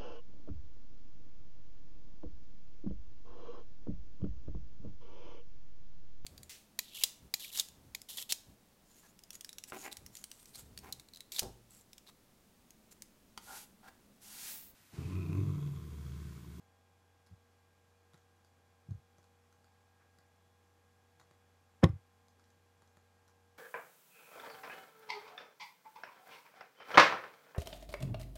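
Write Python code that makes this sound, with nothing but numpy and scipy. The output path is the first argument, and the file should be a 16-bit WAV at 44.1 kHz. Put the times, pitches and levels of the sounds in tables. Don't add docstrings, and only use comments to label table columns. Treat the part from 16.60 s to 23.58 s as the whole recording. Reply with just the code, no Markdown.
import sys
import numpy as np
from scipy import signal
from scipy.fft import rfft, irfft
from scipy.io import wavfile
from scipy.ndimage import uniform_filter1d

SR = 44100
rng = np.random.default_rng(int(sys.argv[2]) if len(sys.argv) > 2 else 0)


def inscribe(sig):
    pcm = np.round(np.clip(np.atleast_2d(sig).T, -1, 1) * 32767)
    wavfile.write(sys.argv[1], SR, pcm.astype(np.int16))


N = 307773
T = np.arange(N) / SR


def gain(db):
    return 10 ** (np.asarray(db) / 20)


def normalize(x):
    return x / np.sqrt(np.mean(x ** 2))


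def fade(t, fade_s):
    return np.exp(-np.log(1000) * t / fade_s)


def shape_tone(x, curve):
    hz, db = np.transpose(curve)
    frequencies = np.maximum(np.arange(len(x) // 2 + 1) * SR / len(x), 1)
    change_db = np.interp(np.log(frequencies), np.log(hz), db)
    return irfft(rfft(x) * gain(change_db), len(x))


def drift(turns_per_s):
    step = int(SR / turns_per_s)
    stairs = np.repeat(rng.standard_normal(N // step + 1), step)
    smooth = uniform_filter1d(uniform_filter1d(stairs, step), step)
    return normalize(smooth[:N])


def add(out, start_s, x):
    i = int(start_s * SR)
    out[i:i + len(x)] += x[:N - i]


def strike(contacts, tones, damping_s=np.inf):
    t = T[:SR // 2]
    ring = sum(gain(db) * np.cos(2 * np.pi * hz * t) * fade(t, fade_s) for hz, db, fade_s in tones)
    out, push_t = np.zeros(N), T[:SR // 25]
    middle = push_t[len(push_t) // 2]
    for peak_s, db, contact_ms in contacts:
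        force = np.exp(-2 * ((push_t - middle) * 1000 / contact_ms) ** 2)
        damped = ring * fade(t, damping_s / contact_ms ** 2)
        add(out, peak_s - middle, gain(db) * signal.fftconvolve(force / force.sum(), damped))
    return out


def fan(shaft_hz=47.48, speed_up_hz=0.42, flutter_db=1.5, wobble=.0012):
    # pitch as a multiple of the shaft's speed, level in dB.
    tones = [(4, -93), (5, -86.5), (10, -81), (12, -91.5), (14, -90.5), (16, -85.5), (17, -84), (18, -89),
             (22, -88), (24, -91.5), (34, -85.5), (51, -94), (70.4, -93)]
    speed_up = np.clip(np.minimum((T - 2.35) / .9, (5.6 - T) / .73), 0, 1)
    hz = (shaft_hz + speed_up_hz * speed_up) * (1 + wobble * drift(25))
    angle = 2 * np.pi * np.cumsum(hz) / SR
    return sum(np.sqrt(2) * gain(db + flutter_db * drift(4)) * np.sin(multiple * angle)
               for multiple, db in tones)


def motor_hum(hz=89.7, level_db=-73, wobble=.006):
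    pitch = hz * (1 + wobble * drift(4.3))
    angle = 2 * np.pi * np.cumsum(pitch) / SR
    return np.sqrt(2) * gain(level_db) * np.sin(angle)


def air(level_db=-74.5, drift_db=-0.07):
    # frequency in Hz, relative strength of the noise there in dB.
    curve = [(20, -13.5), (60, -4), (100, 0.5), (200, 0), (330, -2.5), (700, -5.5), (1100, -5),
             (2000, -9.5), (3400, -14), (4500, -15), (7600, -16.5), (8400, -20), (13000, -21),
             (15500, -31.5)]
    rush = normalize(shape_tone(rng.standard_normal(N), curve))
    return rush * gain(level_db + drift_db * drift(3))


def faint_ticks(level_db=-64, hz=5600, spread_db=2, spread_octaves=0.32, count=2):
    movements = [(0.5, 0.71), (2.5, 2.65), (5.45, 6.1), (6.6, 6.85)]
    return [(start + when * (end - start),
             level_db + spread_db * (2 * size - 1),
             hz * 2 ** (spread_octaves * (2 * pitch - 1)))
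            for start, end in movements for when, size, pitch in rng.random((count, 3))]


def ticks(snap_db=-1.5, ping_db=-2.0, rise_s=0.00015):
    # start in seconds, level in dB, pitch of the ping in Hz.
    clear_ticks = [(0.6699, -59, 4180), (1.5349, -57.5, 3530), (1.5758, -61, 6630), (1.8472, -61, 4700),
                   (2.3082, -58.5, 6500), (2.5835, -61, 6230), (2.9262, -61, 6290), (3.044, -60.5, 4720),
                   (4.6024, -61, 3800), (5.6835, -60.5, 4970), (5.8406, -63, 5630), (6.2756, -63.5, 6100),
                   (6.6792, -59.5, 5680), (1.5429, -55, 1810), (3.5862, -57.5, 1960), (4.5979, -54.5, 1910),
                   (4.6134, -58.5, 1860), (4.7107, -59.5, 1740), (6.2204, -59, 1880), (6.3704, -58, 1760)]
    # frequency in Hz, relative strength of the snap there in dB.
    snap_curve = [(200, -2), (1500, 9), (2600, -19), (4000, 3), (5500, -6.5), (7000, 2), (8200, -7.5),
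                  (11000, -7), (15000, -23)]
    out, t = np.zeros(N), T[:SR // 20]
    rise = 1 - np.exp(-t / rise_s)
    for start_s, db, hz in list(clear_ticks) + faint_ticks():
        noise = normalize(shape_tone(rng.standard_normal(len(t)), snap_curve))
        snap = gain(snap_db) * noise * fade(t, fade_s=0.014)
        ping = gain(ping_db) * np.sin(2 * np.pi * hz * t) * fade(t, fade_s=0.0087)
        add(out, start_s, gain(db) * rise * (snap + ping))
    return out


def hand_landing(time_s, db, contact_ms, finger_gap_ms, finger_drop_db, heel_delay_ms, flight_ms):
    heel_db, heel_contact_ms = -8, 2.26
    bounce_db, bounce_contact_ms = -7, 4.25
    rank = np.arange(1, 4)
    fingers = zip(time_s - rank * finger_gap_ms / 1000,
                  db - finger_drop_db * rank ** 1.5,
                  contact_ms * .55 ** rank)
    heel = (time_s + heel_delay_ms / 1000, db + heel_db, heel_contact_ms)
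    delays_s = np.cumsum(flight_ms * .61 ** (rank - 1)) / 1000
    bounces = zip(time_s + delays_s, db + bounce_db * rank, np.full(len(rank), bounce_contact_ms))
    return [*fingers, (time_s, db, contact_ms), heel, *bounces]


def desk(low_cut_hz=75):
    # time in seconds, strength in dB, contact time in ms, gap between fingers in ms,
    # how much weaker the last finger is in dB, delay of the heel in ms, time to the first bounce in ms.
    blows = [(0.7223, -46, 3.7, 11, 10, 10.8, 27), (2.3084, -29.6, 3.73, 19.8, 13.5, 9, 40.4),
             (5.2378, -14, 0.93, 4.0, 10, 12.5, 59.5)]
    # time in seconds, strength in dB, contact time in ms.
    taps = [(1.5402, -60, 2), (1.5465, -67, .6), (2.585, -70, .43), (3.587, -75, .1), (4.599, -73, .16),
            (4.614, -72.5, .14), (4.7115, -71, 0.17), (6.224, -72.5, 0.43), (6.3715, -71.5, 0.34)]
    # pitch in Hz, relative level in dB, fade time in seconds before the hand damps it.
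    wood_tones = [(83, -14.5, 0.093), (101.1, 0, 0.13), (132, -7, 0.16), (153.2, 4.5, 0.06),
                  (172.2, -8, 0.083), (246, -18, 0.1), (309, -10.5, 0.12), (346, 3, 0.068),
                  (466, -16, 0.12), (529.4, 1.5, 0.044), (580, -5.5, 0.065), (783, -10.5, 0.13),
                  (997, -18.5, 0.048), (1090, -14, .045), (1187, -18.5, .08), (1290, -21.5, 0.044),
                  (1540, -23.5, .03), (1848, -20.5, .055), (2030, -21.5, 0.033)]
    contacts = [contact for blow in blows for contact in hand_landing(*blow)]
    thuds = strike(contacts + list(taps), wood_tones, damping_s=5.1)
    return signal.sosfilt(signal.butter(3, low_cut_hz, "high", fs=SR, output="sos"), thuds)


def rubs(grain_db=0.5, low_hz=800):
    # time of the peak in seconds, level in dB, time to rise by 60 dB in seconds,
    # fade time in seconds, top of the hiss in Hz.
    slides = [(2.317, -73.5, .06, .09, 1500), (3.415, -73, .2, 0.27, 2000),
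              (5.236, -31.5, 0.02, 0.059, 1900), (5.2410, -47.5, .024, .045, 10820)]
    out = np.zeros(N)
    for peak_s, db, rise_s, fade_s, top_hz in slides:
        band = signal.butter(2, [low_hz, top_hz], "band", fs=SR, output="sos")
        hiss = signal.sosfilt(band, rng.standard_normal(N))
        grain = gain(grain_db * drift(500))
        swell = fade(np.abs(T - peak_s), np.where(T < peak_s, rise_s, fade_s))
        out += gain(db) * normalize(hiss * grain) * swell
    return out


def rattle():
    # time in seconds, strength in dB, contact time in ms.
    clacks = [(5.2328, -46, 0.26), (5.2358, -36.5, 0.06), (5.2402, -25, 0.045), (5.2430, -13, 0.125),
              (5.2918, -61, 0.016)]
    # pitch in Hz, relative level in dB, fade time in seconds.
    plastic_tones = [(1110, -6, 0.015), (1882, -16, 0.019), (2500, -24, 0.0097), (3150, -22.5, 0.0222),
                     (3376, -10, 0.014), (3728, -6.5, 0.0092), (5155, -5, 0.037), (5460, -15, 0.023),
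                     (6320, -16, .02), (6670, -16.5, 0.021), (7520, -22, 0.015), (9600, -15, 0.0066),
                     (10300, -12, 0.0047), (12570, -11, .003)]
    return strike(clacks, plastic_tones)


def room(x, echo_db, fade_s, top_hz):
    t = T[:SR // 2]
    tail = rng.standard_normal(len(t)) * fade(t, fade_s) * (1 - np.exp(-t / .004))
    tail = signal.sosfilt(signal.butter(1, [250, top_hz], "band", fs=SR, output="sos"), tail)
    echoes = signal.fftconvolve(x, tail / np.linalg.norm(tail))[:N]
    return x + gain(echo_db) * echoes


def scene():
    knocks = room(desk() + rattle(), echo_db=-24, fade_s=0.15, top_hz=2200)
    sliding = room(rubs(), echo_db=-20, fade_s=0.26, top_hz=13000)
    handling = room(ticks(), echo_db=-6, fade_s=0.2, top_hz=9150)
    return (knocks + sliding + handling + fan() + motor_hum() + air())[None]


def record(dry):
    top_hz = 15600
    return signal.sosfilt(signal.ellip(8, .2, 70, top_hz, fs=SR, output="sos"), dry)


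dry = scene()
out = record(dry)
inscribe(out)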